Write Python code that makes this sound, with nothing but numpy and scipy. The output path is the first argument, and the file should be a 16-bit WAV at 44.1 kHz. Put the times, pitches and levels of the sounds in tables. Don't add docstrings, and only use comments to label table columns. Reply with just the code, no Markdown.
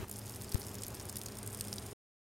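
import sys
import numpy as np
from scipy import signal
from scipy.fft import rfft, irfft, next_fast_len
from scipy.io import wavfile
from scipy.ndimage import uniform_filter1d, map_coordinates

SR = 44100
rng = np.random.default_rng(int(sys.argv[2]) if len(sys.argv) > 2 else 0)


def pcm_store(signal):
    levels = np.round(np.clip(np.atleast_2d(signal), -1, 1) * 32767)
    wavfile.write(sys.argv[1], SR, levels.astype(np.int16).T)


def volts(x):
    e = np.asarray(x, float) / 20
    return 10 ** e


N = 97196
TIME_S = np.arange(N) / SR
END_S = 1.9335


def unit(x):
    return x / np.sqrt(np.mean(x ** 2) + 1e-20)


def along(points, hz):
    point_hz, value = np.transpose(points)
    return np.interp(np.log(hz + 1), np.log(point_hz + 1), value)


def wobble(rate):
    points = rng.standard_normal(int(N * rate / SR) + 4)
    return map_coordinates(points, [np.arange(N) * rate / SR])


def filtered(x, response):
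    size = next_fast_len(N + SR // 2)
    spectrum = rfft(x, size) * response(np.fft.rfftfreq(size, 1 / SR))
    return irfft(spectrum, size)[..., :N]


def resonances(peaks):
    def response(f):
        return sum(volts(db) * 1j * f * width / (centre * centre - f * f + 1j * f * width)
                   for centre, width, db in peaks)
    return response


def ringing_noise(peaks):
    once = filtered(rng.standard_normal(N), resonances(peaks))
    return unit(filtered(once, resonances(peaks)))


def rush(spectrum, patchy_db):
    grid = signal.stft(rng.standard_normal(N), nperseg=256)[2]
    patches = uniform_filter1d(rng.standard_normal(grid.shape), size=7, axis=0)
    patches = uniform_filter1d(patches, size=3, axis=1)
    noise = signal.istft(grid * volts(patchy_db * unit(patches)), nperseg=256)[1][:N]
    return unit(filtered(noise, lambda hz: volts(along(spectrum, hz))))


def bursts(s, db, hz, t60_s, width_oct):
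    size = 1024
    t = np.arange(size) / SR
    f = np.fft.rfftfreq(size, 1 / SR) + 1
    band = np.exp(-.5 * (np.log2(f / hz[:, None]) / width_oct) ** 2)
    puff = irfft(rfft(rng.standard_normal((len(s), size))) * band, size)
    puff = puff / puff.std(axis=1, keepdims=True)
    tray_t60_s, tray_db = .03, -15
    fall = volts(-60 * t / t60_s[:, None]) + volts(tray_db - 60 * t / tray_t60_s)
    rise = 1 - np.exp(-t / .0001)
    snap_db, snap_t60_s = 8, .0005
    snap = volts(snap_db - 60 * t / snap_t60_s) * np.cos(2 * np.pi * hz[:, None] * t)
    shape = puff * fall * rise + snap
    shape = shape / np.abs(shape).max(axis=1, keepdims=True) * volts(db)[:, None]
    at = np.round(s * SR).astype(int)[:, None] + np.arange(size)
    return np.bincount(at.ravel(), shape.ravel(), N + size)[:N]


# start in seconds, peak level in dB,
# colour in Hz, time to fall by 60 dB in milliseconds.
POPS = [(0.0835, -34.0, 9900.0, 4.0), (0.0978, -34.0, 9900.0, 8.0), (0.1132, -26.0, 10500.0, 14.0),
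        (0.1265, -34.0, 9300.0, 12.0), (0.1608, -37.0, 9200.0, 14.0), (0.1674, -37.0, 8900.0, 14.0),
        (0.1872, -32.0, 10200.0, 7.0), (0.1921, -34.0, 8600.0, 14.0), (0.2584, -34.0, 8400.0, 4.0),
        (0.279, -36.0, 8200.0, 8.0), (0.2955, -31.0, 8400.0, 9.0), (0.3078, -35.0, 8600.0, 10.0),
        (0.3221, -33.0, 8800.0, 4.0), (0.3476, -33.0, 9500.0, 4.0), (0.3596, -35.0, 7000.0, 10.0),
        (0.413, -35.0, 6500.0, 8.0), (0.4205, -30.0, 10400.0, 4.0), (0.4356, -34.0, 9000.0, 4.0),
        (0.4449, -34.0, 8600.0, 7.0), (0.4928, -36.0, 8300.0, 14.0), (0.5183, -29.0, 8700.0, 9.0),
        (0.5228, -32.0, 6600.0, 6.0), (0.5367, -34.0, 10400.0, 12.0), (0.5442, -28.0, 8500.0, 9.0),
        (0.5743, -34.0, 8800.0, 4.0), (0.6008, -36.0, 11500.0, 8.0), (0.6105, -35.0, 7200.0, 9.0),
        (0.6192, -34.0, 9800.0, 4.0), (0.6301, -34.0, 6900.0, 5.0),
        (0.6386, -36.0, 5800, 8.0), (0.6675, -29.0, 8800, 4), (0.6733, -36.0, 9000, 8.0),
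               (0.6837, -35.0, 7100, 9.0), (0.6923, -36.0, 6300, 4), (0.7144, -39.0, 6800, 11.0),
               (0.7433, -33.0, 9400, 8.0), (0.7529, -31.0, 7700, 10.0), (0.7846, -32.0, 6600, 5.0),
               (0.8207, -31.0, 7000, 14), (0.8347, -27.0, 7800, 8.0), (0.8387, -31.0, 7800, 4),
               (0.8662, -31.0, 9900, 14), (0.8813, -30.0, 9600, 10.0), (0.9043, -38.0, 8500, 8.0),
               (0.9453, -32.0, 6900, 6.0), (0.9504, -32.0, 8500, 10.0), (0.9982, -33.0, 7400, 8.0),
               (1.012, -37.0, 7500, 7.0), (1.054, -29.0, 9800, 4), (1.0884, -31.0, 7800, 4.0),
               (1.096, -28.0, 7600, 14), (1.1264, -33.0, 9600, 11.0), (1.1575, -28.0, 7000, 5.0),
               (1.1675, -26.0, 12000, 4.0), (1.1853, -29.0, 10800, 5.0), (1.1916, -34.0, 9000, 7.0),
               (1.2151, -27.0, 6500, 5.0), (1.2247, -38.0, 7600, 8.0), (1.2352, -33.0, 11600, 11.0),
        (1.2601, -27.0, 10100, 10.0), (1.2853, -35.0, 7300, 6.0), (1.3214, -37.0, 7300, 7.0),
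             (1.354, -36.0, 7700, 5.0), (1.3706, -32.0, 7600, 7.0), (1.3879, -31.0, 8700, 6.0),
             (1.4304, -30.0, 8800, 9.0), (1.4633, -30.0, 10100, 6.0), (1.4746, -30.0, 9100, 6.0),
             (1.5016, -38.0, 7700, 6.0), (1.5206, -36.0, 9000, 6.0), (1.5355, -31.0, 11100, 5.0),
             (1.5471, -24.0, 9000, 4), (1.5729, -33.0, 9400, 11.0), (1.5891, -34.0, 9300, 7.0),
             (1.5982, -31.0, 8200, 4), (1.6097, -20.0, 8400, 6.0), (1.6421, -31.0, 7300, 4),
             (1.6493, -31.0, 8100, 4), (1.6514, -40.0, 8600, 10.0), (1.6727, -35.0, 8200, 10.0),
             (1.6829, -27.0, 8000, 6.0), (1.7284, -25.0, 6700, 4.0), (1.7384, -28.0, 8600, 5.0),
             (1.7595, -35.0, 8800, 12.0), (1.7659, -36.0, 8900, 7.0), (1.7825, -33.0, 5200, 7.0),
             (1.8622, -35.0, 8100, 5.0), (1.8651, -34.0, 7400, 11.0), (1.9122, -37.0, 7400, 5.0)]


def pops():
    s, db, hz, t60_ms = np.transpose(POPS)
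    return bursts(s, db - 3, hz, np.maximum(t60_ms, 2) / 1000, width_oct=.75)


# time in seconds, liveliness in dB.
FRYING = [
    (0.0, -62.5),
    (0.188, -54.5),
    (0.524, -52.5),
    (1.422, -58),
    (1.626, -56),
    (1.734, -56.5),
    (1.78, -54.5),
]


def frying_db():
    return np.interp(TIME_S, *np.transpose(FRYING))


def spits(lively_db):
    count = 520
    chance, spread = rng.random((count, 2)), rng.standard_normal((count, 2))
    s = chance[:, 0] * END_S
    db = -53 - 4.5 * np.log(np.maximum(chance[:, 1], .22))
    db = db + 0.58 * (lively_db - lively_db.mean())[(s * SR).astype(int)]
    hz = np.clip(8300 * 2 ** (.4 * spread[:, 0]), 4500, 14000)
    t60_s = .0045 * volts(1.2 * spread[:, 1])
    return bursts(s, db, hz, t60_s, width_oct=.45)


# frequency in Hz, level in dB per Hz.
HISS = [(1470, -40), (2500, -4), (4200, -6), (5200, -1.5), (7800, -7), (8900, -5), (10500, -3),
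        (15500, -8.5), (16000, -12)]


def steam(lively_db):
    colour = [(700, -39.5)] + HISS[1:-1]
    return volts(lively_db - 5.5) * rush(colour, patchy_db=3.5)


# frequency in Hz, width in Hz, level in dB.
JET = [
    (9000, 900, 0),
]


def jet():
    start_s, rise_s = 0.9, 0.6
    rise = np.clip((TIME_S - start_s) / rise_s, 0, 1)
    return rise * volts(-63 + 4 * wobble(65)) * ringing_noise(JET)


# frequency in Hz, width in Hz, level in dB.
TRAY = [
    (3500, 500, -1),
    (5150, 800, 2),
    (7200, 600, 0),
    (8900, 900, 5),
    (10900, 1100, 2),
    (12500, 700, -2),
]
# delay in seconds, level in dB.
WALLS = [
    (.0006, -10),
    (.0031, -14),
]


def through_tray(crackle):
    def response(f):
        thin = (1j * f / (1000 + 1j * f)) ** 2
        walls = 1 + sum(volts(db) * np.exp(-2j * np.pi * f * s) for s, db in WALLS)
        return thin * walls * (1 + volts(-2.5) * resonances(TRAY)(f))
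    return filtered(crackle, response)


def sizzle():
    lively_db = frying_db()
    return through_tray(spits(lively_db) + pops()) + steam(lively_db) + jet()


# start in seconds, peak level in dB, pitch in Hz.
LOW_BLIPS = [(0.1588, -40, 5620), (0.2784, -47, 5620), (0.3387, -43, 5550), (0.3597, -41, 4690),
             (0.4145, -47, 4790), (0.4848, -45.5, 5540), (0.5222, -37.5, 4820), (0.617, -39, 4890),
             (0.648, -39.5, 5510), (0.791, -40.5, 5290), (0.835, -39, 5150), (0.8472, -36.5, 5310),
             (0.9038, -48.5, 5100), (0.9448, -39.5, 5110), (0.971, -40.5, 5080), (0.9973, -44, 5120),
             (1.0032, -39.5, 5440), (1.095, -41, 5340), (1.1716, -36, 5130), (1.2631, -32, 6000),
             (1.2734, -45.5, 5080), (1.285, -40, 5150), (1.3204, -44, 5330), (1.3703, -47, 5150),
             (1.4298, -43.5, 5130), (1.547, -45.5, 5330), (1.61, -34.5, 5460), (1.6838, -42.5, 4920),
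             (1.7292, -34, 5210), (1.7388, -40, 5470), (1.7833, -30.5, 4920)]
HIGH_BLIPS = [(0.0947, -28, 11730), (0.138, -31, 9920), (0.181, -35, 9600), (0.365, -32, 10400),
              (0.4203, -28, 10430), (0.597, -30, 10680), (0.605, -31, 10400), (0.6924, -37, 11770),
              (0.882, -26, 10800), (0.9194, -41.5, 9260), (1.0264, -34, 8100), (1.1696, -20.5, 9920),
              (1.386, -29.5, 8660), (1.476, -25, 9150), (1.5064, -31.5, 9290), (1.5295, -28, 8930),
              (1.6216, -30.5, 8500), (1.7874, -34, 11200), (1.8239, -35.5, 8700)]


def blips():
    s, db, hz = np.transpose(LOW_BLIPS + HIGH_BLIPS)
    low_db, high_db = 5, -3
    trim_db = np.where(np.arange(len(s)) < len(LOW_BLIPS), low_db, high_db)
    return bursts(s, db + trim_db, hz, np.full(len(s), 0.0088), width_oct=0.28)


# start in seconds, peak level in dB, colour in Hz.
STRAY_POPS = [(.2668, -35, 9000), (.2705, -38, 5500), (.29, -39, 10500), (.3048, -36, 11000),
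              (.4078, -38, 9500), (.452, -38, 9300), (1.7095, -39, 8000), (1.7215, -38, 10000),
              (.4129, -41, 3800), (.5801, -37, 9500), (.6301, -41, 5200), (.8105, -38, 9500),
              (.8347, -34, 3200), (.8425, -42, 3000), (.86, -39, 8000), (1.094, -35, 9000),
              (1.1575, -35, 3700), (1.2151, -36, 3500), (1.6097, -32, 3500), (1.7284, -31, 3600),
              (1.7825, -37, 3500)]


def stray_pops():
    s, db, hz = np.transpose(STRAY_POPS)
    return bursts(s, db, hz, np.full(len(s), .006), width_oct=.45)


# frequency in Hz, level in dB per Hz.
TICK = [(500, -36.5), (2000, -1.5), (5000, -7.5), (11000, -7), (16000, -1.5)]


def knock():
    knock_s, tick_s, mono_again_s = .5449, .5441, .55655
    since = np.maximum(TIME_S - knock_s, 0)
    swing = -volts(-16.8 - 60 * since / .17) * np.sin(np.pi * (since / .0021) ** .545)
    swing = swing * (1 - np.exp(-since / .0011))
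    since_hold = np.maximum(TIME_S - tick_s - .0016, 0)
    fall = (TIME_S > tick_s) * volts(-33 - 60 * since_hold / .007)
    ticks = fall * np.array([rush(TICK, patchy_db=.5), rush(TICK, patchy_db=1.5)])
    return (TIME_S < mono_again_s) * (ticks + np.array([swing, 0 * swing]))


# frequency in Hz, level in dB.
PORTS = [(20, -11.5), (60, 18), (150, 17), (400, -16.5), (2000, -61.5), (9000, -17), (16000, -21.5)]


def hand_noise(opening):
    left = opening * volts(-41) * rush(PORTS, patchy_db=9.5)
    return np.array([left, -0.21 * left])


# frequency in Hz, level in dB per Hz.
DRONE = [(15, -46), (25, -15.5), (108, -0.5), (165, -10.5), (201, -6), (382, -12.5), (533, -14),
         (3210, -27.5), (5000, -32.5), (6500, -32.5), (11000, -120)]
# frequency in Hz, width in Hz, level in
# dB.
BOOM = [
    (106.5, 30, -2),
    (204.4, 13, -5),
    (375, 28, -7),
    (411.4, 21, -9),
    (459.6, 11, -14.5),
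    (609.3, 52, -17),
    (824.6, 19, -16.5),
]


def drone():
    boom = ringing_noise(BOOM)
    rumble = rush([(8.1, -42.5)] + DRONE[1:-1] + [(9000, -36.5)], patchy_db=1.16)
    return volts(-47 + .5 * wobble(5.9)) * unit(rumble + volts(-2) * boom)


# frequency in Hz, rms level in dB.
HUM = [
    (204, -60),
    (413, -66.5),
    (825, -70.5),
]


def hum():
    turns = np.cumsum(1 + .008 * wobble(12)) / SR
    return sum(np.sqrt(2) * volts(db + 2.0 * wobble(14)) * np.sin(2 * np.pi * hz * turns) for hz, db in HUM)


def scene():
    opening_s = .0465
    opening = TIME_S < opening_s
    dip_db = -5 * np.exp(-(TIME_S - opening_s) / 0.17)
    drone_gain = volts(np.where(opening, 6, dip_db))
    frying = sizzle() + blips() + stray_pops()
    cab = drone_gain * drone() + hum()
    return frying + knock() + hand_noise(opening) + cab


def low_pass(x):
    return signal.sosfilt(signal.butter(12, 16840, fs=SR, output="sos"), x)


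def record(dry):
    fade = np.clip((END_S - TIME_S) / .004, 0, 1)
    mix = filtered(dry, lambda hz: np.where(hz < 15850, 1, volts(-42))) * fade
    return low_pass(mix)


dry = scene()
out = record(dry)
pcm_store(out)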